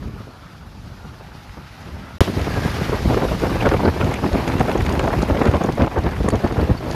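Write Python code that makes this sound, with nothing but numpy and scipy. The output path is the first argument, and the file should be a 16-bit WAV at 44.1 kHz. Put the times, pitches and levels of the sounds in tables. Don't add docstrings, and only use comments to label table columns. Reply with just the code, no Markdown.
import sys
import numpy as np
from scipy import signal
from scipy.fft import rfft, irfft, next_fast_len
from scipy.io import wavfile
from scipy.ndimage import uniform_filter1d

SR = 44100
rng = np.random.default_rng(int(sys.argv[2]) if len(sys.argv) > 2 else 0)


def waveform_to_disk(signal):
    frames = np.transpose(np.atleast_2d(signal))
    scaled = np.clip(frames, -1, 1) * 32767
    samples = np.round(scaled).astype(np.int16)
    wavfile.write(sys.argv[1], SR, samples)


def attenuation_scalar(level_db):
    decades = np.asarray(level_db, float) / 20
    return 10 ** decades


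N = 306489

# from_s, to_s
DROPOUT = (2.1835, 2.2062)


def evened(x):
    return x / np.sqrt(np.mean(x ** 2) + 1e-20)


def add(mix, start_s, sound):
    part = mix[round(start_s * SR):][:len(sound)]
    part += sound[:len(part)]


def shaped(x, gain):
    size = next_fast_len(len(x))
    freq_hz = np.fft.rfftfreq(size, 1 / SR) + 1
    return irfft(rfft(x, size) * gain(freq_hz), size)[:len(x)]


def peak(f, hz, width_hz):
    return 1 / np.sqrt(1 + (2 * (f - hz) / width_hz) ** 2)


def resonant_noise(noise, hz, width_hz):
    return evened(shaped(noise, lambda f: peak(f, hz, width_hz) ** 2))


def random_drift(hz):
    return evened(shaped(rng.standard_normal(N), lambda f: 1 / (1 + (f / hz) ** 2)))


def level_db(column, lull_share, t):
    # time_s, rumble_db, roar_db, hiss_db
    ride = np.array([ (0.0, -29.5, -47, -52.5), (.22, -35.5, -45.5, -51.5), (.28, -45, -47.5, -52.5),
                     (.5, -40.5, -45.5, -53), (.8, -36, -49, -52.5), (1.1, -39, -46, -51),
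                     (1.35, -39.5, -45.5, -51), (1.5, -41, -46.5, -50.5), (1.84, -40, -44.5, -49.5),
                     (1.95, -34.5, -44, -49.5), (2.04, -39, -42.5, -50), (2.19, -34, -43.5, -50.5),
                     (2.25, -27.5, -33.5, -40), (2.7, -24.5, -31.5, -36.5), (3.2, -23, -27, -37),
                     (3.8, -21.5, -26, -40), (4.3, -25.5, -26.5, -39.5), (4.9, -23, -27.5, -42),
                     (5.5, -24.5, -28, -43), (5.9, -26.5, -31.5, -45.5), (6.3, -25.5, -32, -44.5),
                     (6.7, -24.5, -28, -43.5), (6.95, -24.5, -28.5, -41)])
    # centre_s, change_db, length_s
    lulls = [(2.347, 3, 0.048), (2.998, -13, 0.088), (3.372, -21, 0.043), (3.586, -16, 0.036),
             (3.925, -13.5, 0.15), (4.196, -9, 0.11), (4.3, -16, 0.042), (4.434, -1.5, 0.072),
             (5.235, -8, 0.058), (5.6, -7, 0.039), (5.754, -7, 0.034), (5.89, -26, 0.038),
             (6.176, -4, 0.019), (6.393, -4, 0.049), (6.533, -8, 0.084), (6.793, -19, 0.21)]
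    dips = sum(db * np.exp(-(2 * (t - s) / length) ** 2) for s, db, length in lulls)
    return np.interp(t, ride[:, 0], ride[:, column]) + lull_share * dips


def bed(colour, lull_share, flicker_db, flicker_hz, column):
    hz, db = np.transpose(colour)
    noise = rng.standard_normal(N) * attenuation_scalar(flicker_db * random_drift(flicker_hz))
    noise = evened(shaped(noise, lambda f: attenuation_scalar(np.interp(np.log(f), np.log(hz), db))))
    return noise * attenuation_scalar(level_db(column, lull_share, np.arange(N) / SR))


def rumble():
    # freq_hz, relative_level_db (per Hz)
    colour = [(20, -66), (40, -4), (70, -3), (110, -4), (200, -9), (400, -21.5), (800, -64)]
    return bed(colour, 0.3, 1.37, 23, column=1)


def hiss():
    # freq_hz, relative_level_db (per Hz)
    colour = [(1200, -6), (2500, 0.5), (3500, -1), (5000, -2), (6800, -10.5), (8100, -17.5), (9800, -15),
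              (11800, -12.5), (14000, -21), (15500, -47)]
    return bed(colour, 0.1, 1.0, 21, column=3)


def roar():
    # freq_hz, relative_level_db (per Hz)
    cabin = [(100, -26), (190, -4), (350, -7), (540, -5), (830, -2), (1080, -5), (1400, -2.5), (1700, -9),
             (2500, -20.5), (3300, -32), (6000, -52)]
    # freq_hz, relative_level_db (per Hz)
    exposed = [(100, -32), (250, 2.5), (500, 1), (900, -1.5), (1250, -7), (1650, -9), (2100, -11.5),
               (2800, -16.5), (3400, -23), (6000, -37)]
    is_exposed = np.arange(N) / SR > DROPOUT[1]
    return np.where(is_exposed, bed(exposed, 0.37, 2.5, 62, column=2), bed(cabin, 0.37, 1.4, 38, column=2))


def surge():
    since_s = np.arange(N) / SR - DROPOUT[1]
    excess_db = 23.5 * np.exp(-abs(since_s) / 0.028) + 4 * np.exp(-abs(since_s) / 0.048)
    return attenuation_scalar(excess_db * (since_s > 0))


def moan_and_swish():
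    # time_s, rms_db
    moan = [(2.35, -41), (2.5, -37), (2.7, -35.5), (3.0, -36.5)]
    # time_s, rms_db
    swish = [(1.0, -70), (1.45, -54), (1.9, -49), (2.18, -50)]
    out = np.zeros(N)
    for curve, hz, width_hz in (moan, 1600, 1140), (swish, 1750, 1900):
        air = resonant_noise(rng.standard_normal(N), hz, width_hz)
        out += air * attenuation_scalar(np.interp(np.arange(N) / SR, *np.transpose(curve), left=-99, right=-99))
    return out


def chirps():
    # start_s, sine_peak_db
    calls = [(6.2983, -39), (6.4328, -44), (6.6009, -42), (6.767, -41)]
    chirp_hz, length_s = 4520, 0.025
    out, t = np.zeros(N), np.arange(round(length_s * SR)) / SR
    rasp = resonant_noise(rng.standard_normal(N), chirp_hz, 260)
    for s, db in calls:
        tone = np.sin(2 * np.pi * chirp_hz * t) + 0.39 * rasp[round(s * SR):][:len(t)]
        add(out, s, attenuation_scalar(db) * np.hanning(len(t)) * tone)
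    return out


def swelling_noise(noise, length_s, hz, width_hz):
    swell = np.hanning(round(length_s * SR)) ** 0.5
    return swell * resonant_noise(noise, hz, width_hz)[:len(swell)]


def whistles():
    # start_s, length_s, level_db (rms before the swell), pitch_hz, width_hz
    gaps = [(1.3, .5, -54, 830, 76), (.95, 0.17, -56, 1410, 60), (1.98, .2, -48, 1370, 67),
            (2.45, 0.33, -36.5, 1640, 130), (2.5, 0.43, -41, 1195, 59)]
    out = np.zeros(N)
    for s, length, db, hz, width in gaps:
        add(out, s, attenuation_scalar(db) * swelling_noise(rng.standard_normal(SR), length, hz, width))
    return out


def rattles():
    # start_s, level_db (rms before the swell), length_s, pitch_hz
    bursts = [(3.846, -31.5, 0.017, 4400), (3.6, -30, 0.02, 2700), (4.133, -30.5, 0.018, 2100),
              (4.15, -33, 0.03, 2340), (4, -30, 0.026, 2530), (5.45, -37.5, 0.045, 2530),
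              (5.214, -40, .022, 4000), (6.333, -48, .01, 6600), (3.686, -39, 0.01, 6400)]
    out = np.zeros(N)
    for s, db, length, hz in bursts:
        add(out, s, attenuation_scalar(db) * swelling_noise(rng.standard_normal(4096), length, hz, 860))
    return out


def tick(colour, t60_s, noise):
    t = np.arange(len(noise)) / SR
    attack = np.minimum(t / 0.0013, 1)
    return evened(shaped(noise, colour)) * attenuation_scalar(-60 * t / t60_s) * attack


def large_grit():
    # start_s, knock_db, ring_db (rms before the decay), brightness_hz
    stones = [(1.075, -48, -60, 4000), (1.269, -41, -58, 4000), (1.494, -35, -58, 3995),
              (1.858, -39, -47, 4000), (1.875, -45, -52, 4000), (2.394, -30, -37, 7500),
              (2.414, -28.5, -29, 4200), (2.4457, -26.5, -35, 5100), (2.5385, -24, -43, 4300),
              (2.6347, -24, -49, 5000), (3.398, -25.5, -32, 4600), (3.624, -33, -31, 4000),
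              (3.6572, -16.5, -32, 4600), (3.689, -19, -30, 4500), (3.7364, -23, -42, 4700),
              (3.772, -28, -42, 4500), (4.043, -23, -35, 6500), (4.11, -32, -36, 5000),
              (4.139, -25, -26, 6530), (4.275, -36, -32, 4800), (4.33, -27, -29, 4000),
              (4.477, -16.5, -29, 5000), (4.487, -28, -35, 6500), (4.52, -22.5, -36, 4500),
              (4.582, -34, -39, 5500), (4.595, -18, -32, 7500), (4.608, -21, -35, 7500),
              (4.66, -31, -45, 7000), (4.695, -20, -39, 5500), (4.7146, -19, -32, 4600),
              (4.746, -30, -42, 5470), (4.776, -28, -32, 5500), (4.806, -19, -33, 4400),
              (4.856, -34, -37, 6070), (4.863, -22, -33, 4000), (4.8923, -39, -28, 4420),
              (4.923, -40, -28, 4970), (4.9493, -37, -39, 4000), (4.993, -18, -30, 7000),
              (5.038, -43, -32, 4500), (5.054, -40, -37, 5500), (5.084, -43, -38, 6000),
              (5.096, -40, -35, 4000), (5.134, -30, -48, 4400), (5.217, -37, -34, 8000),
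              (5.223, -40, -25.5, 5070), (5.235, -37, -37, 7000), (5.2927, -27, -40, 5000),
              (5.372, -21.5, -46, 4000), (5.3923, -30, -41, 6500), (5.419, -24, -38, 4700),
              (5.4544, -34, -28, 4500), (5.473, -22, -37, 6500), (5.536, -25, -44, 4000),
              (5.544, -23, -40, 4000), (5.556, -33, -37, 6000), (5.567, -23, -41, 4500),
              (5.512, -32, -35, 4500), (5.617, -38, -41, 6000), (5.6364, -41, -31, 6000),
              (5.66, -35, -36, 5500), (5.7227, -33, -34, 5000), (5.752, -45, -41, 9500),
              (5.819, -24, -33, 4100), (5.863, -34, -40, 5000), (5.9858, -41, -36, 5100),
              (6.037, -44, -33, 4100), (6.109, -32, -38, 4600), (6.23, -30, -38, 4200),
              (6.286, -24.5, -21.5, 8500), (6.302, -24, -29, 8500), (6.355, -27, -33, 5500),
              (6.393, -35, -42, 4800), (6.4737, -26, -35, 4500), (6.523, -36, -35, 4600),
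              (6.785, -33, -46, 4000), (6.911, -32, -27, 4260), (6.924, -35, -34, 4960)]
    # freq_hz, width_hz, level_db
    panel = [(4500, 2300, -5), (6640, 850, 3), (3020, 1800, -2), (9500, 3300, -0.5)]
    t60_s = 0.023
    out = np.zeros(N)

    def panel_gain(f):
        return sum(attenuation_scalar(db) * peak(f, hz, width) ** 2 for hz, width, db in panel)

    for s, knock_db, ring_db, bright_hz in stones:
        knock_noise, ring_noise = rng.standard_normal((2, 2048))
        knock_hz = 1950 * np.exp(0.16 * rng.standard_normal())
        knock = tick(lambda f: peak(f, knock_hz, 1900) ** 2, t60_s, knock_noise)
        ring = tick(lambda f: panel_gain(f) * (0.085 + peak(f, bright_hz, 0.62 * bright_hz) ** 2),
                    t60_s, ring_noise)
        add(out, s, attenuation_scalar(knock_db) * knock)
        add(out, s, attenuation_scalar(ring_db) * ring)
    return out


def small_grit():
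    # time_s, change_db
    gravel = [(2.2, 1), (3.5, 7), (4.3, 0), (4.7, 12.5), (5.7, 5.5), (5.9, -4), (6.95, 1)]
    hits_per_s, base_db = 110, -42
    t = np.arange(N) / SR
    hits = (rng.random(N) < hits_per_s / SR) * (t > DROPOUT[1])
    extra_db = 2.3 * np.minimum(rng.exponential(1, N), 2.5) + np.interp(t, *np.transpose(gravel))
    sizes = hits * attenuation_scalar(extra_db)
    kind = rng.integers(0, 8, N)
    out = np.zeros(N)
    for k, hz in enumerate(np.geomspace(1500, 9000, 8)):
        grain = tick(lambda f: peak(f, hz, 1.8 * hz) ** 2, 0.0063, rng.standard_normal(1024))
        out += attenuation_scalar(base_db) * signal.oaconvolve(sizes * (kind == k), grain)[:N]
    return out


def thump():
    # freq_hz, level_db, t60_s (before the damping)
    modes = [(87, 6, 0.68), (170, -0.5, .4), (260, -2.5, 0.47), (380, -0.5, 0.35), (500, -3, 0.35)]
    t, out = np.arange(SR // 8) / SR, np.zeros(N)
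    ring = sum(-attenuation_scalar(db - 60 * t / t60) * np.sin(2 * np.pi * hz * t) for hz, db, t60 in modes)
    damping = np.exp(-(t / 0.013) ** 4)
    add(out, DROPOUT[1], ring * (1 - np.exp(-t / 0.0089)) * damping)
    return out


def pushes():
    # centre_s, level_db (rms at the centre), half_length_s
    blows = [(.023, -41, .034), (.064, -25, 0.013), (0.14, -30, .016), (.673, -36, 0.022),
             (1.507, -32, 0.016), (1.865, -35, 0.016), (1.942, -31, 0.058), (2.422, -18.5, 0.023),
             (2.579, -16.5, 0.019), (2.656, -22, 0.022), (2.795, -21, .02), (2.899, -23, .02),
             (3.066, -16.5, 0.033), (3.149, -20, 0.023), (3.315, -23, 0.08), (3.474, -20, 0.017),
             (3.563, -17, 0.021), (3.685, -27, .024), (3.769, -20, 0.021), (3.887, -15, 0.035),
             (3.972, -21, .019), (4.005, -23, 0.02), (4.091, -24, 0.027), (4.336, -15.5, 0.024),
             (4.628, -20, 0.014), (4.831, -18, 0.016), (4.88, -20, 0.013), (4.976, -24, 0.064),
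             (5.064, -19.5, 0.023), (5.198, -16, .033), (5.322, -12, 0.02), (5.37, -23, 0.015),
             (5.492, -8.5, 0.015), (5.557, -15.5, 0.021), (5.696, -25, .02), (5.832, -12.5, 0.03),
             (5.992, -13.5, 0.021), (6.072, -18, 0.023), (6.214, -14, 0.013), (6.266, -19.5, .035),
             (6.36, -15, 0.014), (6.448, -18, .017), (6.588, -15, 0.019), (6.635, -15.5, .036),
             (6.715, -13.5, .016), (6.882, -21, 0.014)]
    resonance_hz, scatter = 72.2, 0.18
    out = np.zeros(N)
    for s, db, half in blows:
        phase, high = rng.random(2)
        t = np.arange(-half, half, 1 / SR)
        hz = resonance_hz * (1 + scatter * (2 * high - 1))
        swell = np.cos(np.pi * t / (2 * half)) ** 2
        swing = np.sqrt(2) * np.sin(2 * np.pi * (hz * t + phase))
        add(out, max(s - half, 0), attenuation_scalar(db) * swell * swing)
    return out


def flutters():
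    count, over_roar_db, spread_db, shelter_db = 420, 2.5, 6.5, -7.5
    when, size, long, high = rng.random((count, 4)).T
    s = when * N / SR
    db = level_db(2, 0.47, s) + over_roar_db + spread_db * (2 * size - 1) + shelter_db * (s < DROPOUT[0])
    length_s = 0.0049 * (0.0083 / 0.0049) ** long
    pitch_hz = 200 * (950 / 200) ** high
    return list(zip(s, db, length_s, pitch_hz))


def churning_eddies():
    snaps_per_s, snap_db = 260, 16
    churn = evened(rng.standard_normal(N) * attenuation_scalar(4.1 * random_drift(236)))
    snaps = (rng.random(N) < snaps_per_s / SR) * attenuation_scalar(snap_db) * rng.standard_normal(N)
    return churn + snaps


def wind():
    # centre_s, level_db (rms at the crest, before the soft limit), length_s, pitch_hz
    buffets = [(.02, -37, 0.02, 260), (0.059, -34, 0.042, 240), (0.097, -34, 0.014, 250),
               (0.137, -42, 0.049, 280), (0.206, -32, 0.026, 247), (0.273, -37, 0.037, 260),
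               (0.744, -44, 0.026, 150), (1.052, -36, 0.05, 150), (1.136, -49, .017, 180),
               (1.211, -38, 0.016, 850), (1.352, -41, 0.013, 700), (1.574, -33.5, 0.015, 400),
               (1.617, -33.5, 0.0066, 240), (1.905, -36.5, 0.16, 190), (2.278, -20.5, 0.016, 420),
               (2.301, -17, 0.011, 240), (2.37, -16.5, 0.013, 241), (2.472, -19.5, 0.017, 393),
               (2.577, -19, 0.027, 342), (2.657, -9.5, 0.014, 176), (2.785, -25, 0.016, 200),
               (2.82, -15, 0.017, 260), (2.895, -12, 0.0099, 170), (2.929, -15, 0.02, 326),
               (2.946, -18.5, 0.022, 300), (2.97, -25.5, .01, 500), (3.057, -8, 0.0083, 226),
               (3.09, -16, 0.046, 100), (3.114, -14, 0.045, 380), (3.143, -26, .007, 448),
               (3.173, -11.5, 0.019, 306), (3.242, -15.5, 0.042, 294), (3.318, -15.5, 0.018, 316),
               (3.437, -12.5, 0.016, 300), (3.468, -21, 0.028, 200), (3.556, -14.5, 0.013, 298),
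               (3.625, -16, 0.0065, 547), (3.66, -8.5, 0.032, 427), (3.732, -15, 0.035, 260),
               (3.747, -16, 0.0083, 390), (3.804, -18.5, 0.017, 355), (3.843, -15.5, 0.041, 250),
               (3.857, -11, 0.018, 413), (3.884, -7, 0.014, 300), (3.963, -17, 0.008, 397),
               (4.04, -16.5, 0.07, 208), (4.106, -20, 0.013, 170), (4.245, -11, 0.04, 295),
               (4.344, -12, 0.03, 325), (4.397, -24, 0.01, 600), (4.479, -14, 0.011, 260),
               (4.545, -16, 0.048, 206), (4.608, -6.5, 0.014, 400), (4.688, -16.5, 0.012, 500),
               (4.716, -21, 0.031, 410), (4.755, -8.5, 0.0083, 334), (4.791, -14.5, 0.01, 180),
               (4.955, -18, 0.0054, 600), (4.979, -16, 0.015, 250), (4.999, -13, 0.017, 625),
               (5.041, -17, 0.0091, 550), (5.05, -13, 0.019, 204), (5.078, -12.5, 0.0081, 430),
               (5.139, -16.5, 0.0043, 650), (5.193, -9, 0.0069, 212), (5.231, -8, 0.0086, 404),
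               (5.3, -14.5, 0.0076, 546), (5.31, -12.5, 0.013, 450), (5.349, -18, 0.0093, 500),
               (5.35, -23, 0.045, 486), (5.372, -26, 0.0046, 500), (5.406, -17, 0.0084, 400),
               (5.417, -8, 0.0086, 500), (5.426, -22, 0.0086, 350), (5.457, -17, 0.0093, 593),
               (5.466, -6.5, 0.0089, 427), (5.484, -15, 0.011, 350), (5.546, -17, 0.019, 500),
               (5.547, -15.5, 0.036, 227), (5.617, -15.5, 0.015, 440), (5.647, -10.5, 0.022, 300),
               (5.69, -9, 0.013, 280), (5.78, -15.5, 0.0096, 500), (5.814, -7, 0.043, 307),
               (5.85, -22, 0.0048, 170), (5.874, -15.5, 0.0094, 453), (5.974, -15.5, 0.03, 495),
               (6.044, -15.5, 0.018, 250), (6.066, -15.5, 0.016, 430), (6.206, -15, 0.014, 310),
               (6.251, -13.5, 0.021, 340), (6.284, -7.5, 0.009, 380), (6.326, -18, 0.0067, 450),
               (6.34, -12.5, 0.025, 380), (6.444, -9.5, 0.016, 278), (6.522, -17, 0.013, 270),
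               (6.561, -15, 0.0065, 200), (6.594, -15.5, 0.036, 280), (6.631, -13, 0.0089, 272),
               (6.696, -24, .007, 550), (6.7, -8.5, 0.026, 211), (6.748, -21, 0.014, 360),
               (6.861, -24, 0.058, 355)]
    rise, fall = 0.39, 0.7
    eddies, out = churning_eddies(), np.zeros(N)
    for s, db, length, hz in buffets + flutters():
        length = max(length, 0.005)
        u = np.arange(-1.2, 1.2, 1 / (length * SR))
        start = max(s + u[0] * length, 0)

        def hump(f):
            low_side = (f / hz) ** 1.24
            high_side = (1 + (f / (0.91 * hz)) ** 2) ** 1.67 * (1 + (f / 2600) ** 2) ** 0.92
            return low_side / high_side

        air = shaped(eddies[round(start * SR):][:len(u)], hump)
        swell = np.exp(-(abs(u) / np.where(u < 0, rise, fall)) ** 2.12)[:len(air)]
        lump = air * swell
        level = np.sqrt(np.mean(swell ** 2)) / np.sqrt(np.mean(lump ** 2))
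        add(out, start, attenuation_scalar(db) * level * lump)
    return 0.5 * np.tanh(out / 0.61)


def patchy(x, patchy_db):
    z = signal.stft(x, nperseg=512, noverlap=384)[2]
    field = rng.standard_normal(z.shape[::-1])
    field = uniform_filter1d(field, size=12, axis=0)
    field = evened(uniform_filter1d(field, size=3, axis=1))
    gain = evened(attenuation_scalar(patchy_db * field.T))
    return signal.istft(z * gain, nperseg=512, noverlap=384)[1][:N]


def scene():
    road = rumble() + surge() * (roar() + hiss())
    air = moan_and_swish() + whistles() + pushes()
    stones = large_grit() + small_grit() + rattles()
    return (patchy(road + wind(), 1.59) + air + stones + chirps() + thump())[None]


def top_cut(x):
    return signal.sosfilt(signal.butter(12, 15300, fs=SR, output="sos"), x)


def record(dry):
    t = np.arange(N) / SR
    live = (t < DROPOUT[0]) | (t > DROPOUT[1])
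    clipped = np.clip(dry[0], -0.97, 0.97)
    limited = shaped(clipped, lambda f: 1 / (1 + (f / 14750) ** 60) / (1 + (27 / f) ** 4))
    return top_cut(limited[None] * live)


dry = scene()
out = record(dry)
waveform_to_disk(out)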